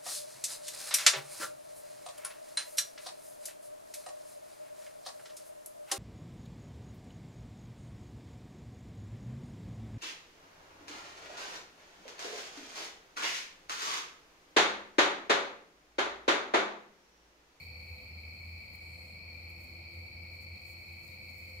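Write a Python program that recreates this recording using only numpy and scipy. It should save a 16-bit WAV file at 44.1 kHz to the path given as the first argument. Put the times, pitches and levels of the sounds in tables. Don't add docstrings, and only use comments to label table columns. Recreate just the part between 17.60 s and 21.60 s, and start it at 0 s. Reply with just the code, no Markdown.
import sys
import numpy as np
from scipy import signal
from scipy.fft import rfft, irfft
from scipy.io import wavfile
from scipy.ndimage import map_coordinates

SR = 44100
rng = np.random.default_rng(int(sys.argv[2]) if len(sys.argv) > 2 else 0)


def put_to_file(sound):
    columns = np.atleast_2d(sound).T
    safe = np.clip(columns, -1, 1)
    whole_steps = np.round(safe * 32767)
    wavfile.write(sys.argv[1], SR, whole_steps.astype(np.int16))


N = 176400
TIME_S = np.arange(N) / SR
FREQ_HZ = np.fft.rfftfreq(N, 1 / SR)

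# pitch_hz, spread_hz, strokes_per_s, level_db, pan_db (left minus right)
CHORUS_KINDS = [(2279, 42, 36, -52.5, 4), (2438, 60, 38, -58, -4), (4333, 55, 40, -60, 8.5),
                (4473, 32, 44, -63, -3.5)]
# pitch_hz, spread_hz, strokes_per_s, level_db, pan_db
CROWD_KINDS = [(1965, 42, 45, -72.5, 1.5), (2361, 130, 48, -58, 1), (2583, 200, 71, -73, -2),
               (3132, 28, 45, -78.5, 1.5), (4350, 195, 58, -63, 0.5), (5067, 200, 60, -73, 1.5)]
# time_s, crisp_db
LEAF_STIR = [(0, -62), (.12, -68.5), (.3, -66), (.55, -69.5), (.8, -67.5), (1.05, -68), (1.45, -67),
             (1.65, -71), (1.77, -68), (1.85, -69), (2.1, -66), (2.26, -71.5), (2.34, -66.5), (2.55, -70.5),
             (3, -67.5), (3.2, -65), (3.6, -66.5), (3.85, -63), (4, -65)]
# centre_s, length_s, crisp_db, crisp_over_papery_db
LEAF_RUSTLES = [(1.142, 0.027, -65, 5), (1.903, .035, -68, 8), (2.016, 0.031, -63, 6),
                (2.046, 0.027, -66, 3), (2.747, .06, -66.5, 5), (2.828, 0.039, -63, 3),
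                (3.019, 0.014, -66, 1), (3.096, 0.076, -61, 3), (3.49, 0.12, -65, 2), (3.705, .018, -64, 2),
                (3.793, 0.049, -66, 7)]
# start_s, crisp_db
LEAF_SNAPS = [(1.138, -61), (1.153, -47), (1.16, -55), (1.9, -54), (2.011, -56), (2.041, -55), (2.46, -63),
              (2.634, -59), (3.33, -53), (3.477, -52), (3.787, -60)]
# freq_hz, relative_db
CRISP_SPECTRUM = [(4000, -72), (7000, -13), (10500, -11), (11800, -3.5), (12300, -5), (13000, -1.5),
                  (14500, -4), (16000, -9.5)]
# freq_hz, relative_db
PAPERY_SPECTRUM = [(2000, -18), (5500, -10), (6600, -6.5), (7100, -1), (7600, -8), (8100, -6.5), (9000, -6),
                   (9550, -14.5), (10000, -7.5), (11000, -36), (14000, -11)]
# time_s, level_db, pitch_hz
ENGINE_DRONE = [(0.0, -55.5, 83.4), (0.2, -48, 77.2), (0.28, -58, 85.5), (0.32, -47, 80.8),
                (0.41, -65, 71.2), (0.51, -50.5, 80.15), (0.68, -46, 80), (0.77, -60, 82.8),
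                (0.82, -46.5, 82.6), (0.99, -49, 82.6), (1.05, -58, 81.6), (1.56, -51, 82.81),
                (1.58, -54, 82.4), (2.36, -54, 83.5), (2.38, -47, 85.2), (2.53, -60.5, 85),
                (2.56, -48.5, 83.77), (2.82, -56, 84.7), (2.94, -46, 85.2), (3.01, -62, 85.16),
                (3.2, -52.5, 86.2), (3.23, -64, 85.3), (3.33, -49, 86.03), (3.42, -58.5, 85.9),
                (3.94, -49.5, 85.47), (4.0, -48, 88.1)]
# time_s, level_db, pitch_hz
UPPER_WHINE = [(0, -80, 503), (.18, -71, 503.7), (.42, -68.5, 504.4), (.6, -77, 507.4),
               (1.05, -78.5, 505.4), (1.52, -67, 510.8), (1.75, -74.5, 512.3), (3.1, -73, 514),
               (3.35, -85, 514.6), (3.52, -67.5, 516.2), (4, -65.5, 514.7)]
# time_s, level_db, pitch_hz
LOWER_WHINE = [(0, -94, 335), (1.7, -79.5, 339), (2.05, -70, 340), (2.7, -74, 342), (3.1, -72.5, 343),
               (3.7, -74, 342.2), (4, -76, 345)]
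# freq_hz, relative_db
RUMBLE_SPECTRUM = [(20, -25), (32, -22), (55, -3), (75, 2.5), (110, -2), (170, -3), (240, -9), (290, -15),
                   (420, -16.5), (600, -13), (800, -14), (1000, -21.5), (1400, -21), (1600, -28),
                   (3500, -29.5), (6000, -32.5), (16000, -45.5)]
# freq_hz, correlation
RUMBLE_CORRELATION = [(60, 0.97), (130, 1), (260, 0.9), (650, 0.59), (1000, 0.57), (1400, -0.15),
                      (3000, 0.3), (16000, -0.84)]
# freq_hz, pan_db
RUMBLE_BALANCE = [(60, 2.3), (160, -1.4), (330, 3.5), (700, -0.4), (3000, 0.3), (16000, -15.5)]
# centre_s, length_s, pitch_hz, level_db
SOLO_CALLS = [(0.14, 0.27, 4465, -61.5), (1.13, .3, 4670, -73), (.83, .07, 2325, -56),
              (.82, .04, 4290, -59), (1.2, 0.09, 2290, -52), (1.35, 0.09, 4290, -61.5),
              (1.735, .03, 4400, -59), (1.77, 0.16, 2345, -55), (2.77, 0.12, 2303, -58)]
# freq_hz, relative_db
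BRUSH_SPECTRUM = [(3000, -40), (6300, -14), (7800, -4), (9000, -6), (11000, -9), (14000, -23)]

STROKE_DUTY, STROKE_SAG, STROKE_DETUNE, STROKE_SCATTER_DB = .7, .022, .005, 2
PITCH_WANDER, TEMPO_WANDER, TEMPO_SPREAD = .006, .06, .13


def undb(db):
    return 10 ** (np.asarray(db) / 20)


def level(x, db):
    return x * undb(db) / np.sqrt(np.mean(x ** 2))


def curve(rows, column=1):
    rows = np.array(rows)
    return np.interp(TIME_S, rows[:, 0], rows[:, column])


def across(points):
    hz, value = np.array(points).T
    return np.interp(np.log(FREQ_HZ + 1), np.log(hz), value)


def colour(x, spectrum):
    return irfft(rfft(x) * undb(across(spectrum)), N)


def walk(steps_per_s):
    steps = rng.standard_normal(256)
    return map_coordinates(steps, [TIME_S * steps_per_s], order=1, mode="mirror") * np.sqrt(3 / 2)


def pan(db):
    return level(undb(np.array([[db], [-db]]) / 2), 0)


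def burst(centre_s, length_s):
    return np.exp(-.5 * (2 * (TIME_S - centre_s) / length_s) ** 4)


def cricket(pitch_hz, strokes_per_s, scatter):
    strokes = rng.random() + np.cumsum(strokes_per_s * np.exp(TEMPO_WANDER * walk(20))) / SR
    detune, force = rng.standard_normal((1024, 2))[strokes.astype(int) % 1024].T
    progress = np.minimum(strokes % 1 / STROKE_DUTY, 1)
    bend = PITCH_WANDER * walk(3) + scatter * np.clip(detune, -2.3, 2.3) - STROKE_SAG * (progress - .5)
    note = np.sin(2 * np.pi * np.cumsum(pitch_hz * (1 + bend)) / SR)
    return np.sin(np.pi * progress) * note * undb(STROKE_SCATTER_DB * force)


def chirping(chirps_per_s=4.2, chirp_db=.5, drift_db=1.2):
    cycles = rng.random() + np.cumsum(chirps_per_s * np.exp(.3 * walk(1))) / SR
    return undb(chirp_db * np.sin(2 * np.pi * cycles) + drift_db * walk(2.98))


def wood(x, t60_s=.56, wet_db=1):
    tail = rng.standard_normal((2, SR)) * np.exp(-np.log(1000) * TIME_S[:SR] / t60_s)
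    direct = x * signal.windows.tukey(N, .003)
    wet = signal.fftconvolve(direct, tail, axes=1)
    wet[:, :SR - 1] += wet[:, N:]
    return level(direct, 0) + np.array([level(ear, wet_db) for ear in wet[:, :N]])


def chorus(pitch_hz, spread_hz, strokes_per_s, level_db, pan_db, count=8, distance_db=1.2):
    rank = (np.arange(count) + .5) / count
    offsets = np.log(rank / (1 - rank)) * np.sqrt(3) / np.pi
    ears = np.zeros((2, N))
    for offset in offsets:
        tempo, near, side = rng.standard_normal(3)
        rate_hz = strokes_per_s * np.exp(TEMPO_SPREAD * tempo)
        song = cricket(pitch_hz + spread_hz * offset, rate_hz, STROKE_DETUNE)
        song *= chirping() * undb(distance_db * near)
        ears += np.array([song, np.roll(song, int(10 * side))])
    return level(wood(ears), level_db) * pan(pan_db)


def crowd(pitch_hz, spread_hz, strokes_per_s, level_db, pan_db, count=6):
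    rates_hz = strokes_per_s * np.exp(TEMPO_SPREAD * rng.standard_normal((2, count)))
    scatter = spread_hz / pitch_hz
    ears = np.array([sum(cricket(pitch_hz, rate_hz, scatter) for rate_hz in ear) for ear in rates_hz])
    return level(wood(ears), level_db) * pan(pan_db)


def crackle(spectrum, grains_per_s=16000, scatter_db=1.5, pan_db=8.5):
    grains = (rng.random((2, N)) < grains_per_s / SR) * rng.standard_normal((2, N))
    sizes = undb(scatter_db * np.minimum(rng.exponential(size=(2, N)), 4))
    return level(colour(grains * sizes, spectrum), 0) * undb([[0], [-pan_db]])


def leaves(stir_bright_db=3, snap_decay_s=.0039):
    crisp_power = undb(curve(LEAF_STIR)) ** 2
    papery_power = crisp_power * undb(-stir_bright_db) ** 2
    for centre_s, length_s, crisp_db, bright_db in LEAF_RUSTLES:
        power = (undb(crisp_db) * burst(centre_s, length_s)) ** 2
        crisp_power += power
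        papery_power += power * undb(-bright_db) ** 2
    for start_s, crisp_db in LEAF_SNAPS:
        decay = (TIME_S >= start_s) * np.exp(-abs(TIME_S - start_s) / snap_decay_s)
        crisp_power += (undb(crisp_db) * decay) ** 2
    crisp = np.sqrt(crisp_power) * crackle(CRISP_SPECTRUM)
    papery = np.sqrt(papery_power) * crackle(PAPERY_SPECTRUM)
    return crisp + papery


def tone(rows, waver_db):
    phase = 2 * np.pi * np.cumsum(curve(rows, column=2)) / SR
    return np.sqrt(2) * np.sin(phase) * undb(curve(rows) + waver_db * walk(12))


def engine(smear_db=-11, smear_width_hz=8.9, left_lag_s=.00012):
    drone = tone(ENGINE_DRONE, waver_db=1)
    centre_hz = curve(ENGINE_DRONE, column=2).mean()
    band = np.exp(-.5 * ((FREQ_HZ - centre_hz) / smear_width_hz) ** 2)
    noise = irfft(rfft(rng.standard_normal(N)) * band, N)
    smear = level(noise, smear_db) * undb(curve(ENGINE_DRONE))
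    right = drone + smear + tone(UPPER_WHINE, waver_db=2) + tone(LOWER_WHINE, waver_db=2)
    left = map_coordinates(right, [np.arange(N) - left_lag_s * SR], order=1, mode="nearest")
    return np.array([left, right])


def rumble(level_db=-58, drift_db=.5):
    mid, side = colour(rng.standard_normal((2, N)), RUMBLE_SPECTRUM)
    correlation = np.clip(across(RUMBLE_CORRELATION), -.9, .999)
    mid = irfft(rfft(mid) * np.sqrt(1 + correlation), N)
    side = irfft(rfft(side) * np.sqrt(1 - correlation), N)
    ears = np.array([colour(mid + side, RUMBLE_BALANCE), mid - side])
    return level(ears, level_db) * undb(drift_db * walk(2.074))


def solos(strokes_per_s=42, pan_db=3):
    song = np.zeros(N)
    for centre_s, length_s, pitch_hz, level_db in SOLO_CALLS:
        trill = cricket(pitch_hz, strokes_per_s, STROKE_DETUNE)
        song += level(trill, level_db) * burst(centre_s, length_s)
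    return level(wood(np.array([song, song])), 0) * song.std() * pan(pan_db)


def brush(centre_s=1.388, length_s=.31, left_db=-69):
    return undb(left_db) * burst(centre_s, length_s) * crackle(BRUSH_SPECTRUM)


def scene():
    near = sum(chorus(*kind) for kind in CHORUS_KINDS)
    far = sum(crowd(*kind) for kind in CROWD_KINDS)
    return near + far + solos() + leaves() + brush() + engine() + rumble()


def record(dry, cutoff_hz=15730):
    return signal.sosfilt(signal.ellip(12, .1, 70, cutoff_hz, fs=SR, output="sos"), dry)


dry = scene()
out = record(dry)
put_to_file(out)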